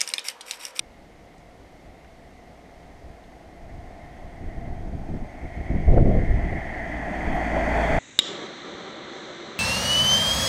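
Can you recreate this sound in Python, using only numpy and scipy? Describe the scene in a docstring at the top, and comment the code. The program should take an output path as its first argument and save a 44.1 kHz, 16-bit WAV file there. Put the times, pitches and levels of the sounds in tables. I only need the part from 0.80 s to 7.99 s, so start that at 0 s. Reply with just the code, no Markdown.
"""A car approaches at a steady speed along a narrow street at night, heard from the pavement.
Its tyres radiate most of its sound: from afar a roar and a hiss; as the distance falls, a broad wash,
road rumble and the Doppler-shifted hum of the engine join in. A breeze rises to one hard gust whose
turbulence buffets the microphone, brighter the harder it blows. Beneath lies the hush of the town."""
import sys
import numpy as np
from scipy import signal
from scipy.fft import rfft, irfft
from scipy.io import wavfile
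from scipy.ndimage import uniform_filter1d, minimum_filter1d, map_coordinates

SR = 44100
rng = np.random.default_rng(int(sys.argv[2]) if len(sys.argv) > 2 else 0)


def persist_wave(psi):
    """Save psi, clipped to +-1, as 16-bit WAV."""
    counts = np.round(np.clip(psi, -1, 1) * 32767).astype(np.int16)
    wavfile.write(sys.argv[1], SR, np.atleast_2d(counts).T)


N = 317079
T = np.arange(N) / SR


def car():
    """Propagation loss: sound grazing the road fades faster than in free air, each part at its own rate."""
    speed_m_s, abreast_at_s, side_m, sound_m_s = 12, 7.33, 6, 343
    reference_m, loss_db_per_decade = 9, 33.5
    ahead_m = speed_m_s * (abreast_at_s - T)
    distance_m = np.hypot(ahead_m, side_m)
    doppler = 1 / (1 - speed_m_s * ahead_m / distance_m / sound_m_s)
    # 0 dB at the reference distance; a part that takes a small share of near_db carries far
    near_db = -loss_db_per_decade * np.log10(distance_m / reference_m)
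    tyres = hiss() + wash(near_db) + ring(near_db) + crackle(near_db) + rumble(near_db) + boom()
    return tyres + roar(near_db) + engine(near_db, doppler)


# Spectrum of the drumming tread: f/Hz, level/dB
ROAR_SPECTRUM = [(150, -18.5), (300, -5.5), (400, -15.5), (510, -13.5), (610, -2), (685, 6), (735, 2.5),
                 (810, -4), (870, -6), (940, -18.5), (1010, -18), (1060, -11), (1130, -25), (1250, -26.5),
                 (2000, -48)]
# Surges, slow from afar and quick close by: centre t/s, half-width/s, height/dB, fractional pitch shift
ROAR_SURGES = [(1.8, 0.27, 2.5, 0.00084), (3.1, 0.52, 3.5, 0.000023), (3.845, 0.25, 4.5, 0.0057),
               (5.61, 0.061, 2.5, 0.0034), (6.575, 0.055, 4, 0.07), (6.77, 0.05, 6, -0.0201),
               (6.985, 0.059, 2.5, 0.043)]

def roar(near_db):
    """Impact excitation: tread blocks drum in one hollow band that swells and bends with each surge."""
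    surges = np.array([bell(at_s, width_s) ** 2 for at_s, width_s, _, _ in ROAR_SURGES])
    _, _, height_db, shift = np.transpose(ROAR_SURGES)
    sag = .022 * undb(near_db / 2)  # the pitch sinks as the car closes in
    drumming = glide(steady(noise(ROAR_SPECTRUM), span_s=.058), 1 + shift @ surges - sag)
    return drumming * undb(-29 + .86 * near_db + height_db @ surges + .89 * wander(17))


# Spectrum of the air pumped by the tread: f/Hz, level/dB
HISS_SPECTRUM = [(900, -48), (1300, -23), (1550, -23), (1780, -7), (1990, -3.5), (2130, -4), (2330, -20.5),
                 (2550, -25), (2800, -29), (4000, -38.5), (9000, -65)]
# Strength of the hiss: t/s, level/dB
HISS_LEVELS = [(0.0, -63), (0.06, -63), (2.75, -62), (3.3, -55.5), (3.48, -58), (3.72, -53), (4.19, -61.5),
               (4.65, -50), (4.95, -45.5), (5.24, -47.5), (5.42, -42), (5.95, -37.5), (6.31, -37.5),
               (7.06, -33), (7.1, -33.5)]
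# Centre of its band: t/s, f/Hz
HISS_CENTRES = [(0, 2068), (4.2, 1987), (4.7, 2064), (5.1, 2078), (5.4, 1980), (5.8, 1989), (6.2, 1909),
                (7.19, 1990)]

def hiss():
    """Air pumping: the tread hisses; reflections off road and wall vary its level and shift its band."""
    unshifted_hz = 2003
    air = glide(noise(HISS_SPECTRUM), curve(HISS_CENTRES) / unshifted_hz)
    return air * undb(curve(HISS_LEVELS) + .5 * wander(25))


# Spectrum of the broad tyre noise: f/Hz, level/dB
WASH_SPECTRUM = [(300, -23), (430, 5.5), (540, -1.5), (850, 6.5), (1150, -5.5), (1600, 0), (2400, -3.5),
                 (2800, -17.5), (3500, -25), (3950, -39), (4450, -18), (5000, -32.5), (6400, -25),
                 (12000, -44.5)]

def wash(near_db):
    """Scintillation: broadband tyre noise wavers as it crosses moving air."""
    return noise(WASH_SPECTRUM) * undb(-33 + 1.052 * near_db + .68 * wander(15))


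# Spectrum of the hollow ring in the tyre noise: f/Hz, level/dB
RING_SPECTRUM = [(2500, -14), (2850, -19), (3080, -8.5), (3230, -5), (3350, -6.5), (3520, -12), (3900, -28)]

def ring(near_db):
    """Interference: a hollow ring climbs as the car draws near and its road reflection shifts."""
    lift = .98 + .015 * undb(near_db) ** 2
    return glide(noise(RING_SPECTRUM), lift) * undb(-51.5 + .99 * near_db + 1.8 * wander(22))


# Spectrum of the high tyre crackle, as coloured by the microphone's resonances: f/Hz, level/dB
CRACKLE_SPECTRUM = [(2500, -3), (3950, -5), (4450, 3.5), (5400, 4), (6000, 3), (6450, 8), (7500, -11.5),
                    (8000, 1), (8700, 1), (10000, -9), (11300, -18), (12400, -9), (13800, -25),
                    (15500, -24)]

def crackle(near_db):
    """Shot noise: countless specks of grit, random in strength, crackle in the tread."""
    specks = rng.standard_normal(N) * undb(1.5 * np.minimum(rng.exponential(size=N), 5))
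    return colour(specks, CRACKLE_SPECTRUM) * undb(-59.5 + .55 * near_db + .39 * wander(27))


# Spectrum of the shaking tyre walls and body: f/Hz, level/dB
RUMBLE_SPECTRUM = [(20, 4), (60, -9), (130, -11.5), (210, -5.5), (290, -3.5), (370, -6), (480, -16),
                   (800, -24.5)]

def rumble(near_db):
    """Forced vibration: coarse asphalt shakes the tyre walls and the body, whose bass carries far."""
    return noise(RUMBLE_SPECTRUM) * undb(-36.5 + .63 * near_db + wander(9.2))


# Spectrum of the booming tyre walls: f/Hz, level/dB
BOOM_SPECTRUM = [(160, -17), (200, -5), (260, -3), (300, 3), (335, -9), (420, -22)]

def boom():
    """Reflection: a house front returns the boom of the tyre walls for a moment."""
    return steady(noise(BOOM_SPECTRUM), span_s=.15) * undb(-37) * bell(at_s=6.444, width_s=.38)


# Orders of the exhaust note: multiple of the firing rate, relative level/dB
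EXHAUST_ORDERS = [(1, -1), (2, -14.5), (3, -10.5), (4, -15.5), (4.5, -14), (5, -14.5)]

def engine(near_db, doppler):
    """Periodic firing: four cylinders hum in slightly uneven orders, raised by the Doppler effect."""
    firing_hz = 54.83 * (1 + .005 * wander(20))
    phase = 2 * np.pi * np.cumsum(firing_hz * doppler) / SR
    note = sum(undb(db + 1.4 * wander(6.9)) * np.sin(order * phase + rng.uniform(0, 2 * np.pi))
               for order, db in EXHAUST_ORDERS)
    return unit(note) * undb(-28.5 + .95 * near_db)


# Spectra of big eddies, small eddies and flutter in the microphone port: f/Hz, level/dB
SWING_SPECTRUM = [(8, -21), (18, 9.5), (32, -0.5), (75, -0.5), (120, -17), (220, -26), (500, -56)]
EDDY_SPECTRUM = [(50, -4.5), (90, 5), (130, 3.5), (170, 2.5), (205, 2), (260, -4), (330, -4), (480, -21.5),
                 (700, -41), (950, -56), (2000, -47)]
FLUTTER_SPECTRUM = [(200, -24), (400, 3.5), (560, 2), (720, 1.5), (900, -25), (1100, -25), (2000, -52)]

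def wind():
    """Turbulence: big eddies swing the diaphragm slowly, small ones ruffle it, and the port flutters."""
    swings = steady(noise(SWING_SPECTRUM), span_s=.0574)
    crests = unit(1 + .5 * np.abs(swings))  # small eddies ride on the crests of the big ones
    eddies = steady(noise(EDDY_SPECTRUM), span_s=.024) * crests * undb(1.26 * wander(45))
    flutter = steady(noise(FLUTTER_SPECTRUM), span_s=.05) * crests * undb(1.5 * wander(70))
    return breeze(swings, eddies, flutter) + puffs(swings, eddies, flutter) + knock()


# Strength of the wind at the microphone: t/s, level/dB
WIND_LEVELS = [(1.9, -58), (2.15, -52), (2.65, -54.5), (2.95, -45), (3.2, -48), (3.56, -44.5), (3.68, -40),
               (4.0, -33.5), (4.24, -34.5), (4.42, -31.5), (4.5, -46.5), (4.87, -35.5), (4.93, -29.5),
               (4.99, -25), (5.05, -26), (5.12, -21.5), (5.22, -18), (5.28, -16.5), (5.36, -18),
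               (5.44, -22.5), (5.58, -30), (5.68, -27), (5.82, -38.5), (7.19, -34)]

def breeze(swings, eddies, flutter):
    """Power-law growth: port flutter rises faster than the eddies, so harder wind sounds brighter."""
    wind_db = curve(WIND_LEVELS) + .8 * wander(24)  # quick buffets move all three together
    gust_db = -15
    return (swings * undb(wind_db)
            + eddies * undb(-20 + (wind_db - gust_db))
            + flutter * undb(-26 + 1.63 * (wind_db - gust_db)))


# Single puffs: start t/s, length/s, swing level/dB, eddy level/dB, flutter level/dB
WIND_PUFFS = [(1.049, 0.055, -52, -57, -86), (2.05, 0.033, -50, -60, -78), (2.237, 0.067, -41, -60, -57),
              (2.823, 0.044, -42, -71, -74), (2.925, 0.065, -44, -55, -75), (3.03, 0.061, -47, -61, -73),
              (3.399, 0.071, -43, -72, -75), (3.61, 0.033, -48, -42, -46), (3.651, 0.038, -31.5, -62, -53),
              (3.768, 0.028, -33.5, -46, -65), (3.852, 0.034, -42, -47, -49.5),
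              (3.907, 0.019, -29, -52, -69), (4.059, .018, -35, -42, -58), (4.121, 0.036, -41, -38.5, -59),
              (4.204, 0.012, -36, -43, -54), (4.298, 0.073, -40, -37, -49), (4.415, 0.024, -35, -42, -64),
              (4.634, 0.022, -27, -36, -50), (4.77, 0.043, -33, -40.5, -52), (4.9, .018, -25, -28, -40.5),
              (4.938, 0.025, -27, -28, -40), (5.07, 0.046, -14.5, -38, -45), (5.079, 0.017, -14, -29, -30),
              (5.127, 0.017, -30, -17.5, -27.5), (5.163, 0.027, -15, -26.5, -24),
              (5.21, 0.02, -18, -15.5, -42), (5.254, 0.019, -29, -29, -29), (5.488, 0.028, -16.5, -37, -44),
              (5.525, 0.021, -14.5, -28.5, -41), (5.563, 0.025, -20.5, -40, -47),
              (5.622, 0.014, -18.5, -48, -45), (5.654, 0.0076, -27, -46, -60),
              (5.716, 0.02, -46, -32.5, -37), (5.749, 0.029, -45, -35.5, -42),
              (6.458, 0.096, -28, -34.5, -60), (7.102, .1, -26.5, -33.5, -58)]

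def puffs(swings, eddies, flutter):
    """Dynamic pressure: a glancing puff is a dull thump; a direct one sets the port fluttering too."""
    attack_s, release_s = .015, .0053
    thumps = np.zeros(N)
    for start_s, length_s, swing_db, eddy_db, flutter_db in WIND_PUFFS:
        rise = np.clip((T - start_s) / attack_s + .5, 0, 1)
        fall = np.exp(-np.clip((T - start_s - length_s) / release_s, 0, 20))
        air = undb(swing_db) * swings + undb(eddy_db) * eddies + undb(flutter_db) * flutter
        thumps += rise * fall * air
    return thumps


# Spectrum of an eddy striking the port: f/Hz, level/dB
KNOCK_SPECTRUM = [(150, 2), (400, -3), (750, 2.5), (1000, -23), (1450, -15), (1800, -35)]

def knock():
    """Stagnation pressure: at the height of the gust one eddy hits the port head-on."""
    pulse = bell(at_s=5.182, width_s=.0086) ** 2
    return undb(-19.5) * pulse * steady(noise(KNOCK_SPECTRUM), span_s=.0052)


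# Spectrum of a snapping grain: f/Hz, level/dB
STONE_SPECTRUM = [(2000, 2), (3200, 9), (5000, 12), (8000, -12), (11000, -9), (15000, -23)]
# Grains on the road: t/s, level/dB, decay time/s, frequency ratio
STONE_TICKS = [(.58, -60, 0.008, 1.5), (1.245, -46.5, 0.0044, 0.46), (2.439, -54, .006, 0.75),
               (2.645, -62, 0.0032, 0.72), (3.119, -53, .005, 0.49), (6.545, -60, 0.03, 2.36)]

def stones():
    """Damped transients: single grains snap or scrape on the asphalt; small ones sound higher."""
    attack_s = .0012
    ticks = np.zeros(N)
    for at_s, db, decay_s, pitch in STONE_TICKS:
        envelope = np.clip((T - at_s) / attack_s, 0, 1) * np.exp(-np.abs(T - at_s) / decay_s)
        ticks += undb(db) * envelope * noise(np.array(STONE_SPECTRUM) * [pitch, 1])
    return ticks


# Spectrum of the town at night: f/Hz, level/dB
TOWN_SPECTRUM = [(20, -5.5), (60, 3.5), (90, 1), (120, -0.5), (175, 0), (230, -4), (400, -4), (460, -0.5),
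                 (700, -7), (950, -11), (1400, -15), (2050, -18), (2600, -18.5), (4400, -23), (7000, -29),
                 (12000, -36), (15500, -45)]

def town():
    """Incoherent addition: far traffic and night air merge into a hush."""
    return noise(TOWN_SPECTRUM) * undb(-52 + .26 * wander(2.1))


def undb(db):
    """Decibels to amplitude ratio."""
    return 10 ** (np.asarray(db) / 20)


def unit(x):
    """Normalisation to rms 1."""
    return x / np.sqrt(np.mean(x ** 2))


def curve(table):
    """Linear interpolation of (t/s, value) points at every sample."""
    return np.interp(T, *np.transpose(table))


def bell(at_s, width_s):
    """A Gaussian envelope, down to 1/e at width_s from its peak."""
    return np.exp(-((T - at_s) / width_s) ** 2)


def colour(x, spectrum):
    """Spectral shaping by (f/Hz, level/dB) points, at rms 1; the result loops smoothly."""
    hz, db = np.transpose(spectrum)
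    f = np.maximum(np.arange(N // 2 + 1) * SR / N, 1)
    skirts = np.minimum(f / hz[0], 1) ** 2 * np.minimum(hz[-1] / f, 1) ** 2
    gain = undb(np.interp(np.log(f), np.log(hz), db))
    return unit(irfft(rfft(x) * skirts * gain, N))


def noise(spectrum):
    """Gaussian noise with the given spectral shape, at rms 1."""
    return colour(rng.standard_normal(N), spectrum)


def wander(rate_hz):
    """Smooth random modulation of spread about 1, with rate_hz new values a second."""
    return map_coordinates(rng.standard_normal(1024), [T * rate_hz], order=3, mode="wrap")


def steady(x, span_s):
    """Division by the running rms holds the strength of x even over span_s."""
    return x / np.sqrt(uniform_filter1d(x ** 2, int(span_s * SR)) + 1e-9)


def glide(x, ratio):
    """Resampling shifts every band of x by a moving frequency ratio."""
    return map_coordinates(x, [np.cumsum(ratio)], order=3, mode="grid-wrap")


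def scene():
    """Superposition: car, grains, wind and town add at one microphone."""
    return (car() + stones() + wind() + town())[None]


def record(dry):
    """Peak limiting holds down the biggest wind peaks; a low-pass filter cuts the top."""
    ceiling, window_samples, top_hz = .62, 441, 15300
    needed = np.minimum(1, ceiling / (np.abs(dry) + 1e-9))
    held = minimum_filter1d(needed, 2 * window_samples)
    gain = uniform_filter1d(uniform_filter1d(held, window_samples), window_samples)
    fade_out = np.minimum(1, (T[-1] - T) / .004)
    lowpass = signal.ellip(8, .2, 80, top_hz, fs=SR, output="sos")
    return signal.sosfilt(lowpass, gain * fade_out * dry)


dry = scene()
out = record(dry)
persist_wave(out)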